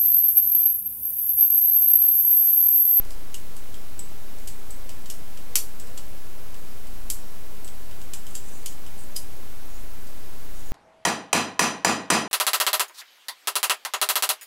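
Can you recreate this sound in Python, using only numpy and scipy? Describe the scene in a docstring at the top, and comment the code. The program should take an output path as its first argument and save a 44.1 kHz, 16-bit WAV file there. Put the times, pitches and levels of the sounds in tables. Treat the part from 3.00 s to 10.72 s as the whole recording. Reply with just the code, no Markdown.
"""Sharp plastic snaps and rattles: a small toy figure is folded and flipped by hand at a desk.
Each joint scrapes, snaps and knocks its loose parts; that force rings a resonant plastic body in a room.
Some joints squeak in bands of fluttering noise, faint ticks fall between, and a pure tone glides softly.
Underneath, the desk trembles as a low narrow resonance, in steady room air and camera microphone hiss."""
import sys
import numpy as np
from scipy import signal
from scipy.fft import rfft, irfft, next_fast_len
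from scipy.io import wavfile
from scipy.ndimage import uniform_filter1d, map_coordinates

SR = 44100
rng = np.random.default_rng(int(sys.argv[2]) if len(sys.argv) > 2 else 0)


def generate_wav(signal):
    """Clip the signal to [-1, 1] and save it as 16-bit WAV at the path in sys.argv[1]."""
    frames = np.transpose(np.atleast_2d(signal))
    scaled = np.clip(frames, -1, 1) * 32767
    pcm = np.round(scaled).astype(np.int16)
    wavfile.write(sys.argv[1], SR, pcm)


N = 340452  # samples

# What the whole figure rings with, from hollow shell to small peg.
# Each row: centre in Hz, width in Hz, full ring boost in dB.
FIGURE = [(3010, 770, 10.5), (4830, 950, 6), (7820, 1230, 7.5), (12400, 600, 3)]


def amp(db):
    """Decibels to gain."""
    return 10 ** (np.asarray(db) / 20)


def unit(x):
    """Scale to rms 1."""
    return x / np.sqrt(np.mean(x ** 2) + 1e-20)


def along(points, hz):
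    """Read (Hz, value) points on a log frequency axis."""
    f, v = np.transpose(points)
    return np.interp(np.log(hz + 1), np.log(f + 1), v)


def bump(hz, centre_hz, width_hz):
    """A resonance curve of height 1, with its full width at half height."""
    return 1 / (1 + (2 * (hz - centre_hz) / width_hz) ** 2)


def filtered(x, response):
    """Shape the spectrum of x by a gain that is a function of frequency."""
    m = next_fast_len(len(x) + SR // 2)
    hz = np.fft.rfftfreq(m, 1 / SR)
    return irfft(rfft(x, m) * response(hz), m)[:len(x)]


def noise(response, size=N):
    """Coloured noise of rms 1."""
    return unit(filtered(rng.standard_normal(size), response))


def causal(gain_db):
    """Minimum phase: the sharpest impulse response that has this spectrum."""
    cepstrum = irfft(np.log(amp(gain_db)))
    half = len(cepstrum) // 2
    # folding the cepstrum forward in time puts the energy as early as possible
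    cepstrum[1:half] *= 2
    cepstrum[half + 1:] = 0
    return irfft(np.exp(rfft(cepstrum)))


def evened(x, size=40):
    """Unit energy, spread in time much as x is, but with an even spectrum."""
    spectrum = rfft(x)
    power = uniform_filter1d(abs(spectrum) ** 2, size=size)
    power = uniform_filter1d(power, size=size)
    y = irfft(spectrum / np.sqrt(abs(power) + 1e-12), len(x))
    return y / np.linalg.norm(y)


def add(track, s, sound):
    """Mix a sound into the track at time s."""
    i = max(0, round(s * SR))
    track[i:i + len(sound)] += sound[:max(0, len(track) - i)]


def joints():
    """Every snap rings the figure and the joint's own note; the hardest snaps are mostly crack."""
    # Joint snaps. Each row: time in seconds, level in dB, brightness in dB per octave,
    # the joint's own note in Hz, boost of that note in dB, slide before the snap in seconds.
    clicks = [(0.1068, -17, -1, 5100, 9, 0.0011), (0.3435, -6.5, -0.3, 2820, 7, 0),
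              (0.5665, -15.5, 3, 2950, 4, 0), (0.7427, -19.5, -2, 3400, 9, .004),
              (0.9925, -12, 2, 7900, 12, 0), (1.4746, -10.5, 1, 7850, 5, .002),
              (1.4783, -11, -1, 2800, 2.5, 0), (1.707, -15, 3, 8060, 10, .008),
              (1.8932, -14, -2.5, 2500, 7, .001), (2.059, -18.5, -3, 3200, 5, 0),
              (2.101, -4.5, 0.1, 5600, 5, .0016), (2.3741, -19, -4, 2680, 4, .0035),
              (2.5558, 15, -0.1, 2700, 2.5, 0.00031), (2.799, -15, 0, 7700, 7, .001),
              (2.9768, -9.5, -2.7, 7400, 5, .006), (3.5443, -21.5, -4, 6500, 3, 0.0037),
              (4.1015, 4.5, 2, 9700, 3.5, 0.00029), (4.646, -17, 3, 8030, 11, 0),
              (4.6776, -15.5, -2, 3300, 4, .017), (4.9119, -25, -2.5, 3000, 12, .003),
              (5.0161, -18, 0, 7550, -1, 0), (5.1361, -4.5, -1.7, 7550, 5, .0024),
              (5.2671, -16, 1, 3050, 8, 0.0013), (5.353, -5.5, 0, 7400, 10.5, 0.0047),
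              (5.6606, -1.9, 0.5, 3200, 6.5, .0014), (5.865, -20, -4.5, 3000, 5, 0.0016),
              (6.164, -0.5, 1, 5000, 12, 0.0077)]
    hard_db = 3  # around this level the bare crack starts to swamp the figure's ring
    note_width_hz = 650
    overtone_ratio, overtone_share = 2.19, 0.52  # second mode: pitch ratio, share of the note's dB
    out = np.zeros(N)
    for s, db, tilt_db, note_hz, note_db, slide_s in clicks:
        ringing = 1 / (1 + amp(db - hard_db))
        rings = [(hz, width_hz, ringing * ring_db) for hz, width_hz, ring_db in FIGURE]
        rings.append((note_hz, note_width_hz, note_db))
        rings.append((overtone_ratio * note_hz, note_width_hz, overtone_share * note_db))
        lead_s, click = contact(tilt_db, rings, slide_s)
        add(out, s - lead_s, amp(db) * click)
    return out


def contact(tilt_db, rings, slide_s):
    """The force of a snap rings the plastic and sounds in the room; returns lead in s and sound."""
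    force = snap(slide_s)
    struck = signal.fftconvolve(force, plastic(tilt_db, rings))
    return len(force) / 2 / SR, signal.fftconvolve(struck, room())


def snap(slide_s, rattle=0.12, slide_db=-6, chatter_db=2, chatter_s=0.0085, rattle_s=0.02, count=4):
    """Force on a joint, centred on the snap: a rising scrape, the release, then loose parts knocking.

    Rattle, slide_db and chatter_db are relative to the release; chatter_s is a 60 dB decay."""
    t = np.arange(-SR // 20, SR // 20) / SR
    grit = rng.standard_normal(len(t))
    scrape = grit * (t < 0) * np.exp(-abs(t) / max(slide_s / 2, 1e-5))
    chatter = grit * (t > 0) * amp(-60 * abs(t) / chatter_s)
    force = amp(chatter_db) * chatter / np.linalg.norm(chatter)
    force += (slide_s > 0) * amp(slide_db) * scrape / (np.linalg.norm(scrape) + 1e-12)
    force[len(t) // 2] += 1  # the release
    # knocks at uneven intervals, each weaker than the one before
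    turn = (np.arange(count) + rng.uniform(.5, 1, count)) / count
    knocks = np.searchsorted(t, np.minimum(turn * rattle_s, t[-1]))
    force[knocks] += rattle * (1 - turn / 2)
    return evened(force, size=30) * (t >= -2 * abs(slide_s))


def plastic(tilt_db, rings, ripple_db=1.5, size=2048):
    """Body response of one contact: a hard crack boosted at resonances (Hz, width Hz, dB)."""
    # The crack of hard plastic. Each row: frequency in Hz, relative level in dB.
    crack = [(100, -14), (300, -25), (800, -18), (1500, -14), (2500, -8.5), (4500, -4.5), (7000, 1),
             (12000, 0), (14000, -4.5), (16000, -24)]
    hz = np.fft.rfftfreq(size, 1 / SR)
    tilt = tilt_db * np.log2(np.maximum(hz, 1000) / 7000)
    colour = along(crack, hz) + tilt
    colour += sum(db * bump(hz, centre, width) for centre, width, db in rings)
    # each new grip moves the many lesser modes of the figure
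    lesser = uniform_filter1d(rng.standard_normal(len(hz)), size=8)
    lesser = unit(uniform_filter1d(lesser, size=5))
    return causal(colour + ripple_db * lesser)


def room(tail_db=0.0, build_s=0.0031, smear_s=0.0013):
    """Path from the moving toy to the microphone: direct sound, near reflections, diffuse tail."""
    # Reflections from desk and near walls. Each row: mean delay in seconds, gain relative to direct.
    walls = [(.0017, 0.68), (.0024, 0.42), (.0068, .3), (.0085, .38), (0.012, .22)]
    # How long the diffuse tail rings. Each row: frequency in Hz, 60 dB decay time in seconds.
    decay = [(300, 0.24), (2500, 0.17), (8000, 0.24), (15000, 0.21)]
    size = SR // 3
    t = np.arange(size) / SR
    hz, frame_s, cells = signal.stft(rng.standard_normal(size), SR, nperseg=256)
    fade = amp(-60 * frame_s / along(decay, hz)[:, None])
    tail = signal.istft(cells * fade, SR, nperseg=256)[1][:size]
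    tail *= 1 - np.exp(-t / build_s)
    path = amp(tail_db) * tail / np.linalg.norm(tail)
    path[0] += 1  # direct sound
    for delay_s, gain in walls:
        # clutter spreads each reflection, and the moving toy shifts its delay
        scatter = rng.standard_normal(size) * np.exp(-t / smear_s)
        add(path, delay_s * rng.uniform(.9, 1.1), gain * scatter / np.linalg.norm(scatter))
    return evened(path, size=150)[:SR // 4]


def ticks(count=7, mean_db=-22.5, spread_db=1.5, tilt_db=-1.5):
    """Loose parts tick faintly as the fingers shift their grip, once at random in each equal slot."""
    out = np.zeros(N)
    for k in range(count):
        s = (k + rng.uniform()) / count * N / SR
        db = rng.normal(mean_db, spread_db)
        lead_s, click = contact(tilt_db, FIGURE, 0)
        add(out, s - lead_s, amp(db) * click)
    return out


def squeaks(spacing_hz=930, width_hz=260, flutter_db=2.0, waver=0.0113, trim_db=-1):
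    """Plastic rubbing on plastic sings in a few fuzzy partials, catching and slipping unevenly."""
    # Tight joints turning. Each row: start in seconds, end in seconds, pitch in Hz,
    # level in dB before the trim, level of the nearest neighbouring partials in dB.
    turns = [(4.17, 4.34, 5600, -62, -20), (5.27, 5.44, 7250, -51, -2), (5.42, 5.637, 7100, -49, -3),
             (5.97, 6.077, 8050, -50.5, -5), (6.67, 6.82, 6800, -56.5, -12), (7.54, 7.63, 6800, -53, -4),
             (7.642, 7.712, 6700, -53, -12)]
    out = np.zeros(N)
    t = np.arange(SR // 2) / SR
    for start, end, pitch_hz, db, side_db in turns:
        def partials(hz):
            """One partial below the pitch and three above it, weaker with distance."""
            return sum(amp(side_db * np.sqrt(abs(k))) * bump(hz, pitch_hz + k * spacing_hz, width_hz)
                       for k in range(-1, 4))
        progress = np.clip(t / max(end - start, .01), 0, 1)
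        stroke = np.sqrt(abs(np.sin(np.pi * progress)))
        grip = noise(lambda hz: bump(hz, 15.4, 40), size=len(t))
        # a firmer grip makes the rub louder and a little higher
        steady = noise(partials, size=len(t))
        rub = map_coordinates(steady, [np.cumsum(1 + waver * grip)], mode="wrap")
        add(out, start, amp(db + trim_db) * stroke * unit(amp(flutter_db * grip) * rub))
    return out


def glide():
    """A faint pure tone that barely rises out of the room air, swelling and fading as it glides."""
    # The tone falls, then rises. Each row: start in seconds, length in seconds,
    # first pitch in Hz, last pitch in Hz, rms level in dB at the height of the swell.
    tones = [(2.46, 0.21, 485, 450, -56), (2.79, 0.225, 423, 564, -56)]
    out = np.zeros(N)
    for s, length_s, first_hz, last_hz, db in tones:
        u = np.linspace(0, 1, round(length_s * SR))
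        pitch_hz = first_hz + (last_hz - first_hz) * u
        phase = 2 * np.pi * np.cumsum(pitch_hz) / SR
        swell = np.sqrt(2 * abs(np.sin(np.pi * u)))
        add(out, s, amp(db) * swell * np.sin(phase))
    return out


def desk(sway_hz=28.1, width_hz=3, rest_db=-47.5, rise_s=0.037, decay_s=0.062):
    """The desk trembles at its one low resonance; each nudge swells it, holds and dies away."""
    # The arms lean on the desk. Each row: start of hold in seconds, hold in seconds, peak level in dB.
    nudges = [(0, 0.16, -37), (1.405, .06, -37.5), (1.722, 0.11, -38), (3.88, 0.11, -37), (4.04, .1, -34.5),
              (6.73, 0.14, -38), (7.52, .05, -38)]
    t = np.arange(N) / SR
    power = amp(rest_db) ** 2  # trembling between nudges
    for s, length_s, db in nudges:
        before = np.maximum(s - t, 0) / rise_s
        after = np.maximum(t - s - length_s, 0) / decay_s
        power = power + (amp(db) * np.exp(-before - after)) ** 2
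    wander = noise(lambda hz: bump(hz, sway_hz, width_hz))
    # keep only the wandering phase, so the nudges alone set the level
    sway = np.cos(np.angle(signal.hilbert(wander)))
    return np.sqrt(power) * sway


def floor(level_db=-44.5):
    """Steady room air and microphone hiss: noise coloured by a fixed spectrum."""
    # Colour of air and hiss. Each row: frequency in Hz, relative density in dB per Hz.
    air = [(24, -35), (40, 4), (49, -4.5), (83, 0.5), (117, -6.5), (230, -8), (281, -9.5), (409, -11),
           (708, -14), (844, -15), (1110, -17), (2870, -22), (3420, -23), (8840, -25), (15700, -22)]
    return amp(level_db) * noise(lambda hz: amp(along(air, hz)))


def scene():
    """The toy over the quiet room, as one channel."""
    toy = joints() + ticks() + squeaks()
    background = glide() + desk() + floor()
    return (toy + background)[None]


def record(dry, top_hz=15850, offset=-.1153):
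    """The camera keeps nothing above its band limit, and its converter rests off zero."""
    limited = [filtered(x, lambda hz: hz < top_hz) for x in dry]
    return np.array(limited) + offset


dry = scene()
out = record(dry)
generate_wav(out)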